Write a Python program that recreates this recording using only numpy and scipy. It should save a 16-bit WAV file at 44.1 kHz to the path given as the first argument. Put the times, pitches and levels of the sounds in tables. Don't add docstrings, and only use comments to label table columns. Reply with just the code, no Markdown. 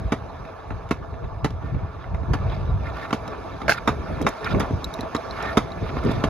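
import sys
import numpy as np
from scipy import signal
from scipy.fft import rfft, irfft, next_fast_len
from scipy.io import wavfile
from scipy.ndimage import uniform_filter1d

SR = 44100
rng = np.random.default_rng(int(sys.argv[2]) if len(sys.argv) > 2 else 0)


def to_wav(sig):
    pcm = np.clip(np.atleast_2d(sig), -1, 1) * 32767
    pcm = np.round(pcm).astype(np.int16)
    wavfile.write(sys.argv[1], SR, pcm.T)


def makeup_ratio(level_db):
    decades = np.asarray(level_db, float) / 20
    return 10 ** decades


N = 277389

# time_s, speed_m_per_s
SPEED = [(0.0, 4.38), (1.45, 3.45), (2.2, 3.46), (2.6, 4.02), (4.2, 4.9), (6.29, 4.83)]
# frequency_hz, level_db_per_hz
CRACK = [(1800, -49), (2600, 9), (4000, 1.5), (5500, -1), (7000, -5), (10000, -10.5), (12000, -18),
         (16000, -19)]


def rolling():
    # time_s, level_db
    roll_level = [(0.0, -38.5), (0.65, -39), (1.49, -40.5), (2.12, -38.5), (2.49, -35), (2.77, -39.5),
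                  (2.95, -35), (3.35, -35.5), (3.8, -36.5), (4.24, -37), (4.6, -31), (4.8, -36.5),
                  (5.08, -35.5), (5.45, -32), (5.64, -35.5), (5.81, -36), (6.13, -33.5), (6.29, -29)]
    edge_hz = 1900
    body_db = curve(roll_level)
    grit_db = body_db[0] - 15 + 0.67 * (body_db - body_db[0]) + 5 * speed_gain()

    grains = makeup_ratio(lumps(0.00093, N)) * rng.standard_normal((2, N))
    grains = blotched(grains, depth_db=2.5, hz=240, seconds=0.019)
    body = coloured(grains, lambda hz: deck_colour(hz) + share_above(edge_hz, hz))
    grit = coloured(grains, lambda hz: deck_colour(hz) + share_above(hz, edge_hz))
    return makeup_ratio(body_db) * body + makeup_ratio(grit_db) * grit


def deck_colour(hz):
    # frequency_hz, level_db_per_hz
    road_colour = [(100, -16), (250, 4), (500, 5), (900, 5.5), (1350, 0.5), (1900, -20.5), (2700, -28.5),
                   (3000, -32), (5300, -31.5), (6800, -41.5), (10000, -44.5), (12000, -52), (13500, -54.5),
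                   (15700, -51)]
    # frequency_hz, width_hz, lift_db
    deck_modes = [(434, 28, 5), (656.2, 43, 9.5), (1150, 42, 6.5), (1728, 84, 7.5), (1920, 77, -11),
                  (2280, 173, 4), (2480, 91, 4), (2720, 67, 5.5), (3506, 360, 5), (3860, 89, 8),
                  (4050, 200, -1), (4750, 600, -1), (6320, 250, 2.5)]
    lift_db = sum(db / (1 + (2 * (hz - f) / width) ** 2) for f, width, db in deck_modes)
    return read(road_colour, hz) + lift_db


def patches():
    # start_s, worst_s, end_s, scrape_db, brightness_db
    rough_spots = [(1.596, 1.635, 1.754, -44, -56), (1.663, 1.803, 1.91, -55, -52),
                   (1.848, 1.994, 2.16, -50, -50), (2.465, 2.536, 2.58, -44, -45.5),
                   (2.358, 2.506, 2.85, -56, -42.5), (2.8, 2.938, 2.91, -35.5, -39),
                   (2.93, 2.978, 3.01, -34, -40), (2.985, 3.036, 3.075, -32.5, -39),
                   (3.713, 3.754, 3.77, -31, -41), (3.751, 3.791, 3.794, -29.5, -35),
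                   (3.882, 3.898, 3.96, -43.5, -37), (4.025, 4.077, 4.5, -40.5, -57.5),
                   (4.424, 4.467, 4.49, -27, -37), (4.472, 4.533, 4.54, -30, -29.5),
                   (4.594, 4.622, 4.68, -40.5, -52), (5.303, 5.434, 5.51, -31.5, -36.5),
                   (5.435, 5.533, 5.55, -33, -38), (5.796, 5.915, 5.91, -37.5, -39),
                   (5.91, 6.007, 6, -35.5, -37.5), (6.011, 6.094, 6.24, -35.5, -33)]
    # frequency_hz, width_hz, level_db
    scrape_modes = [(1173, 59, 8.5), (1392, 75, 14), (1800, 40, 11.5), (2135, 93, 1), (2434, 75, -4),
                    (2620, 50, -12.5), (3300, 160, -18)]

    def scrape_colour(hz):
        return 10 * np.log10(sum(makeup_ratio(2 * db) / (1 + (2 * (hz - f) / width) ** 2)
                                 for f, width, db in scrape_modes))

    def fizz_colour(hz):
        shelves_db = 1.8 * (hz > 3400) * (hz < 4050) - 10.6 * (hz > 5300) - 1.5 * (hz > 8500)
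        return deck_colour(hz) + share_above(hz, 2070) + shelves_db

    t = np.arange(N) / SR
    grains = makeup_ratio(2.0 * lumps(0.004, N)) * rng.standard_normal((2, N))
    grains = blotched(grains, depth_db=3.0, hz=400, seconds=0.012)
    rung = coloured(grains, scrape_colour)
    fizz = coloured(grains, fizz_colour)

    scrape, bright = np.zeros((2, N))
    for start, worst, end, scrape_db, bright_db in rough_spots:
        on = np.clip(np.minimum(t - start, end - t) / 0.0087, 0, 1)
        away = np.interp(t, (start, worst, end), (1, 0, 1)) ** 2
        scrape = scrape + on * makeup_ratio(scrape_db + away * np.where(t < worst, -21, -16.5))
        bright = bright + on * makeup_ratio(bright_db + away * np.where(t < worst, -13, -16.5))
    return makeup_ratio(-3.0) * scrape * rung + makeup_ratio(-11.0) * bright * fizz


def clacks():
    # time_s, blow_db, thud_db against the blow, main_ring_hz, rebound_db against the blow
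    slab_joints = [(0.1205, -13, -4.5, 810, -10.5), (0.909, -13, -3.5, 1080, -16),
                   (1.4446, -12.5, -6, 880, -10.5), (2.334, -16.5, -7.5, 1180, -8.5),
                   (3.128, -12, -7, 1160, -12), (3.8753, -7, -9.5, 1470, -8.5),
                   (4.2657, -8, -47, 1226, -13.5), (4.601, -14, -9, 726, -12),
                   (5.148, -15, -5, 1150, -14.5), (5.571, -5.5, -5, 1254, -17),
                   (6.238, -11.5, -5, 710, -16.5)]
    # time_s, blow_db, thud_db and crack_db against the blow
    small_bumps = [(0.451, -28.5, -12, -21), (0.705, -23, -9.5, -21.5), (0.718, -29.5, -10, -24),
                   (0.89, -36, -20.5, -11), (1.139, -33, -12, -23), (1.241, -28, -29, -23),
                   (1.504, -40, 4, -6.5), (1.744, -30, -6.5, -23), (2.041, -32, -22, -25),
                   (2.145, -21.5, -22, -20.5), (2.231, -32, -2, -27), (2.387, -30, -18, -25.5),
                   (2.857, -38.5, -26, -23), (3.107, -19.5, -18, -16.5), (3.277, -29, -10, -12.5),
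                   (3.616, -23, -9, -18), (3.685, -13.5, -32, -25), (4.17, -33, -8, -22),
                   (4.211, -23, 3, -36), (4.248, -31, -5, -14), (4.286, -31.5, 2, -18),
                   (4.466, -19, -31, -26), (4.546, -16, -14, -24), (4.628, -24, -5, -17),
                   (4.705, -33.5, 9.5, -27), (4.989, -24, -3.5, -34), (5.03, -25, -4, -22),
                   (5.429, -22.5, -13, -25), (5.891, -26, -9, -30), (5.966, -20.5, -4.5, -21),
                   (6.046, -34, 5.5, -24), (6.059, -27.5, 11.5, -32), (6.072, -35, 5.5, -19),
                   (6.091, -28.5, 8, -23), (6.111, -26.5, 2, -10)]
    lead_s, rebound_s, rebound_thud_db = 0.001332, 0.012, 6.5
    joint = dict(crack_db=-15.5, contact=0.0085, rise=0.0018)
    bump = dict(contact=0.004, rise=0.00034)

    out = np.zeros((2, N))
    for s, blow_db, thud_db, ring_hz, rebound_db in slab_joints:
        drop_in = clack(blow_db, thud_db, ring_hz=ring_hz, **joint)
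        rebound = clack(blow_db + rebound_db, thud_db + rebound_thud_db, ring_hz=ring_hz, **joint)
        add(out, s - lead_s, drop_in)
        add(out, s + rebound_s, rebound)
    for s, blow_db, thud_db, crack_db in small_bumps:
        add(out, s, clack(blow_db, thud_db, crack_db, ring_hz=rng.uniform(680, 1430), **bump))
    return out


def clack(knock_db, thud_db, crack_db, ring_hz, contact, rise):
    # frequency_hz, level_db, t60_s
    thud_modes = [(125, -21.5, 0.03), (264, 4, 0.023), (418.4, -6.5, 0.05), (490, -25, 0.17)]
    # frequency_hz, level_db, t60_s
    knock_modes = [(720, -2, 0.02), (880, -2, 0.014), (990, 6, 0.0069), (1185, 9, 0.01),
                   (1348, -2.5, 0.024), (1710, 2.5, 0.008), (2035, 3.5, 0.0062), (2304, -7.5, 0.022),
                   (2586, -5.5, 0.013), (2720, -19, 0.012), (3860, -6.5, 0.014)]
    t = np.arange(6000) / SR
    hits = chatter(t, contact, scatter=0.34, rise=rise)

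    shove = 14 * np.diff(np.exp(-((t - 0.0035) / 0.00074) ** 2), prepend=0)
    push = shove + 0.15 * hits[0] + 0.051 * hits
    thud = signal.fftconvolve(push, ring(thud_modes, t)[None], axes=1)

    spot = rng.uniform(-0.79, 1, (len(knock_modes), 3))
    struck = np.array(knock_modes) * (1 + np.array([0.042, 0, 0]) * spot) + np.array([0, 4, 0]) * spot
    modes = list(struck) + [(ring_hz, 0.1, 0.02)]
    knock = signal.fftconvolve(hits, ring(modes, t)[None], axes=1)

    def crack_colour(hz):
        return read(CRACK, hz) + 2.0 * np.cos(hz / 237.6 + 3 * spot[0, 2])

    crack = peaked(coloured(hits, crack_colour), knock_db + crack_db)
    body = peaked(thud, knock_db + thud_db) + peaked(knock, knock_db - 8.0)
    return body[:, :len(t)] + crack


def chatter(t, contact, scatter, rise=0.00045):
    noise, sizes = rng.standard_normal((2, 2, len(t)))
    onset = 1 - np.exp(-(t / rise) ** 2)
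    force = onset * (np.exp(-(t / contact) ** 2 / 2) + scatter * np.exp(-t / 0.027))
    return force * noise * makeup_ratio(3.4 * sizes[0])


def rattle():
    # time_s, ring_db, crack_db, main_ring_hz, contact_s
    strikes = [
        (3.6805, -18, -30.5, 1610, 0.0043),
        (3.6933, -12, -20.5, 1560, 0.0071),
        (3.7008, -24, -24, 1530, 0.0093),
        (3.7088, -18, -26.5, 1130, 0.0012),
        (3.7146, -18, -32, 1630, 0.0021),
        (3.7205, -15.5, -30.5, 1380, 0.0025),
        (3.728, -45, -29, 1370, 0.0068),
    ]
    # frequency_hz, level_db, t60_s
    fork_modes = [(1600, -2, 0.021), (1530, 9, 0.016), (1580, 7, 0.017), (1720, 5, 0.0082),
                  (2070, 8.5, 0.012), (2200, 2.5, 0.016), (4230, -2, 0.017), (1080, -1, .008),
                  (2430, -15, 0.0064), (3450, -4, .01)]
    out, t = np.zeros((2, N)), np.arange(3000) / SR
    for s, ring_db, crack_db, ring_hz, contact in strikes:
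        stem_hz = 637 + 6200 * (s - strikes[0][0])
        modes = fork_modes + [(ring_hz, 0.1, 0.02), (stem_hz, 7.5, 0.03)]
        hits = chatter(t, min(contact, 0.005), scatter=0.032)
        rung = signal.fftconvolve(hits, ring(modes, t)[None], axes=1)
        add(out, s, peaked(rung, ring_db + 0.5))
        scuff = chatter(t, 0.012, scatter=0.19)
        hiss = coloured(scuff, lambda hz: read(CRACK, hz) - 6.9 * (hz < 4000))
        add(out, s, peaked(hiss, crack_db - 6.0))
    return out


def ticks():
    # time_s, lower_ring_db, upper_ring_db, snap_db, pitch_ratio
    part_ticks = [(3.094, -55, -56, -59, 1.001), (3.2784, -41, -45, -50, 1.001),
                  (4.216, -57, -57, -40.5, 1.3), (4.224, -38, -59, -44, 0.86), (4.2893, -55, -43, -35, 1.2),
                  (4.4447, -29.5, -29.5, -46, 1), (4.5978, -55, -35, -36.5, 0.96),
                  (4.8433, -21, -33, -35, 1.025), (4.9394, -29.5, -56.5, -39.5, 1),
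                  (5.008, -29, -51, -41.5, 1.05), (5.1644, -26.5, -36.5, -45.5, 1.03),
                  (5.309, -29, -44, -54.5, 1.08), (5.4255, -39, -37, -45, 1.08),
                  (5.719, -34.5, -52, -57, 1.03), (6.037, -60, -60, -51, 1), (6.05, -60, -60, -47, 1),
                  (6.118, -60, -60, -46, 1)]
    # frequency_hz, level_db, t60_s
    part_modes = [
        [(3790, -1, 0.019), (4050, -13.5, 0.028)],
        [(5100, 0, 0.022)],
    ]
    out, t = np.zeros((2, N)), np.arange(2048) / SR
    onset = 1 - np.exp(-t / 0.00072)
    for s, low_db, high_db, snap_db, pitch in part_ticks:
        for modes, db in zip(part_modes, (low_db, high_db)):
            tone = np.tile(ring(modes, t * pitch) * onset, (2, 1))
            add(out, s, peaked(tone, db - 13.0))
        snap = rng.standard_normal((2, len(t))) * np.exp(-t / 0.0034)
        snap = coloured(snap, lambda hz: read(CRACK, hz * 0.5))
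        add(out, s, peaked(snap, snap_db - 6.0))
    return out


def wind():
    # time_s, level_db
    breeze_level = [(0.0, -27), (0.57, -39), (0.64, -36), (1.0, -34.5), (1.55, -24), (1.95, -34.5),
                    (2.19, -22), (2.85, -26.5), (3.35, -36.5), (3.82, -32.5), (4.0, -25), (4.36, -47),
                    (4.49, -22), (4.68, -26), (4.95, -37.5), (5.5, -35), (5.9, -26), (6.29, -22.5)]
    # peak_s, dying_s, buffet_db, roar_db against the buffet
    gust_events = [(0.069, 0.023, -17, -37), (.22, 0.032, -27, -29), (.39, 0.043, -32.5, -24),
                   (0.714, 0.068, -19.5, -30), (.94, 0.12, -30, -9.5), (1.11, 0.12, -27.5, -24),
                   (1.24, 0.035, -15, -17.5), (1.45, 0.017, -22, -27), (1.646, 0.04, -19, -9.5),
                   (1.736, 0.046, -12.5, -18.5), (1.82, 0.043, -20.5, -17), (1.89, 0.016, -23, -23),
                   (2.22, 0.012, -17.5, -31), (2.294, 0.045, -13, -15.5), (2.42, 0.12, -19, -32),
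                   (2.5, 0.1, -25, -22), (2.69, 0.067, -14, -22.5), (2.748, 0.033, -18.5, -34),
                   (3.25, 0.094, -34, -2), (3.54, 0.048, -31, -5), (3.64, 0.061, -24.5, -4),
                   (4.103, 0.085, -22.5, -5.5), (4.221, 0.062, -20, 0.5), (4.554, 0.026, -16, -2),
                   (4.732, 0.044, -17.5, -18), (4.87, 0.013, -24.5, -8.5), (5.01, 0.051, -26, -13.5),
                   (5.61, 0.023, -44, -4), (5.828, 0.021, -20, -6.5), (6.059, 0.045, -18, -1.5)]
    # frequency_hz, level_db_per_hz
    buffet_colour = [(20, -66), (35, -1.5), (55, 1), (90, -0.5), (130, -5), (200, -14.5)]
    # frequency_hz, level_db_per_hz
    roar_colour = [(90, -9), (140, -3.5), (250, -6.5), (400, -9), (700, -19)]
    rise_s = 0.017

    t = np.arange(N) / SR
    buffet_power = makeup_ratio(2 * curve(breeze_level))
    roar_power = buffet_power * makeup_ratio(2 * (-12.5 + 11 * speed_gain()))
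    for s, dying, db, roar_db in gust_events:
        gust = makeup_ratio(2 * db) * np.exp(-2 * ((t - s) / np.where(t < s, rise_s, dying)) ** 2)
        buffet_power = buffet_power + gust
        roar_power = roar_power + makeup_ratio(2 * roar_db) * gust

    eddies = makeup_ratio(2.3 * lumps(0.031, N)) * rng.standard_normal((2, 2, N))
    buffet = coloured(eddies[0], lambda hz: read(buffet_colour, hz))
    roar = coloured(eddies[1], lambda hz: read(roar_colour, hz))
    return makeup_ratio(-4.5) * np.sqrt(buffet_power) * buffet + makeup_ratio(-0.9) * np.sqrt(roar_power) * roar


def dove():
    # start_s, end_s, pitch_hz, level_db
    coo_events = [
        (.22, 0.304, 490, -45),
        (.81, 1.004, 468, -48),
        (1.15, 1.386, 476, -40),
    ]
    out = np.zeros((2, N))
    for start, end, hz, db in coo_events:
        u = np.linspace(0, 1, int((end - start) * SR))
        turns = np.cumsum(hz * (1.02 - 0.055 * u)) / SR
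        side = np.array([[0], [2.2]])
        coo = np.sin(2 * np.pi * turns - side) * signal.windows.tukey(len(u), 0.4)
        add(out, start, makeup_ratio(db) * coo)
    return out


def ports(x):
    # frequency_hz, left_lead_rad, likeness_0_to_1, left_minus_right_db
    port_pair = [(60, 0, .78, -.6), (300, 0, .35, .3), (500, .5, .42, .5), (1200, .5, .88, -3),
                 (1600, .6, .88, -5), (2200, .2, .75, -3.5), (3300, 1., .65, -3), (4000, .4, .6, -3),
                 (5000, 1.6, .45, -2.5), (6400, 5.7, .6, -2), (7100, 4.4, .5, 0), (7600, np.pi, 1, 0),
                 (8900, np.pi, 1, 0), (9700, 1.9, .5, 0), (10700, 0, 1, 0), (12400, 0, 1, 0),
                 (13200, -1.5, .4, 0), (13900, -np.pi, 1, 0), (16000, -np.pi, 1, 0)]
    margin = 2048
    x = np.pad(x, ((0, 0), (margin, margin)), "reflect")
    size = next_fast_len(x.shape[1])
    hz = np.fft.rfftfreq(size, 1 / SR)
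    f, *columns = np.transpose(port_pair)
    lead, like, balance_db = (np.interp(hz, f, column) for column in columns)
    left, other = rfft(x, size)
    right = like * np.exp(-1j * lead) * left + np.sqrt(1 - like ** 2) * other
    dip = makeup_ratio(-4.5 * np.exp(-((hz - 8400) / 900) ** 4))
    tilt = makeup_ratio(balance_db / 2)
    return irfft(dip * np.array([left * tilt, right / tilt]), size)[:, margin:margin + N]


def curve(rows):
    return np.interp(np.arange(N) / SR, *np.transpose(rows))


def speed_gain():
    return curve(SPEED) - SPEED[0][1]


def evened(x):
    return x / np.sqrt(np.mean(x ** 2) + 1e-20)


def read(points, hz):
    f, db = np.transpose(points)
    return np.interp(np.log(hz + 1), np.log(f + 1), db, left=-90, right=-90)


def coloured(x, db_of_hz):
    size = next_fast_len(x.shape[-1])
    gain = makeup_ratio(db_of_hz(np.fft.rfftfreq(size, 1 / SR)))
    return evened(irfft(rfft(x, size) * gain, size)[..., :x.shape[-1]])


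def share_above(hz, edge_hz):
    return -10 * np.log10(1 + ((edge_hz + 1) / (hz + 1)) ** 24)


def lumps(seconds, shape):
    size = int(seconds * SR) + 1
    once = uniform_filter1d(rng.standard_normal(shape), size)
    return evened(uniform_filter1d(once, size))


def blotched(x, depth_db, hz, seconds):
    z = signal.stft(x, nperseg=256, noverlap=192)[2]
    field = rng.standard_normal(z.shape[1:])
    for _ in range(2):
        field = uniform_filter1d(field, int(hz * 256 / SR) + 1, axis=0)
        field = uniform_filter1d(field, int(seconds * SR / 64) + 1, axis=1)
    swollen = signal.istft(z * makeup_ratio(depth_db * evened(field)), nperseg=256, noverlap=192)[1]
    return evened(swollen[:, :x.shape[1]])


def ring(modes, t):
    return sum(makeup_ratio(db - 60 * t / t60) * np.sin(2 * np.pi * hz * t) for hz, db, t60 in modes)


def peaked(x, db):
    return makeup_ratio(db) * x / np.sqrt(uniform_filter1d((x ** 2).mean(0), size=220).max())


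def add(mix, s, sound):
    part = mix[:, round(s * SR):][:, :sound.shape[1]]
    fade = np.clip(np.linspace(3, -1, sound.shape[1]), 0, 1)
    part += (sound * fade)[:, :part.shape[1]]


def scene():
    tick = ticks()
    hits = clacks() + rattle()
    hand = signal.butter(8, 13600, fs=SR, output="sos")
    direct = makeup_ratio(2.5) * tick + makeup_ratio(-18.5) * signal.sosfilt(hand, hits[0])
    near = rolling() + patches() + hits + tick + wind()
    return ports(near) + direct + dove()


def top_cut(x):
    return signal.sosfilt(signal.butter(12, 15780, fs=SR, output="sos"), x)


def record(dry):
    bass_cut = signal.butter(4, 42, "high", fs=SR, output="sos")
    band = signal.firwin(511, 15750, window=("kaiser", 9), fs=SR)
    mix = signal.oaconvolve(signal.sosfilt(bass_cut, dry), band[None], "same")
    mix = mix / (1 + (mix / 0.92) ** 6) ** (1 / 6)
    mix = mix * np.minimum(np.arange(N)[::-1] / 200, 1)
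    return top_cut(mix)


dry = scene()
out = record(dry)
to_wav(out)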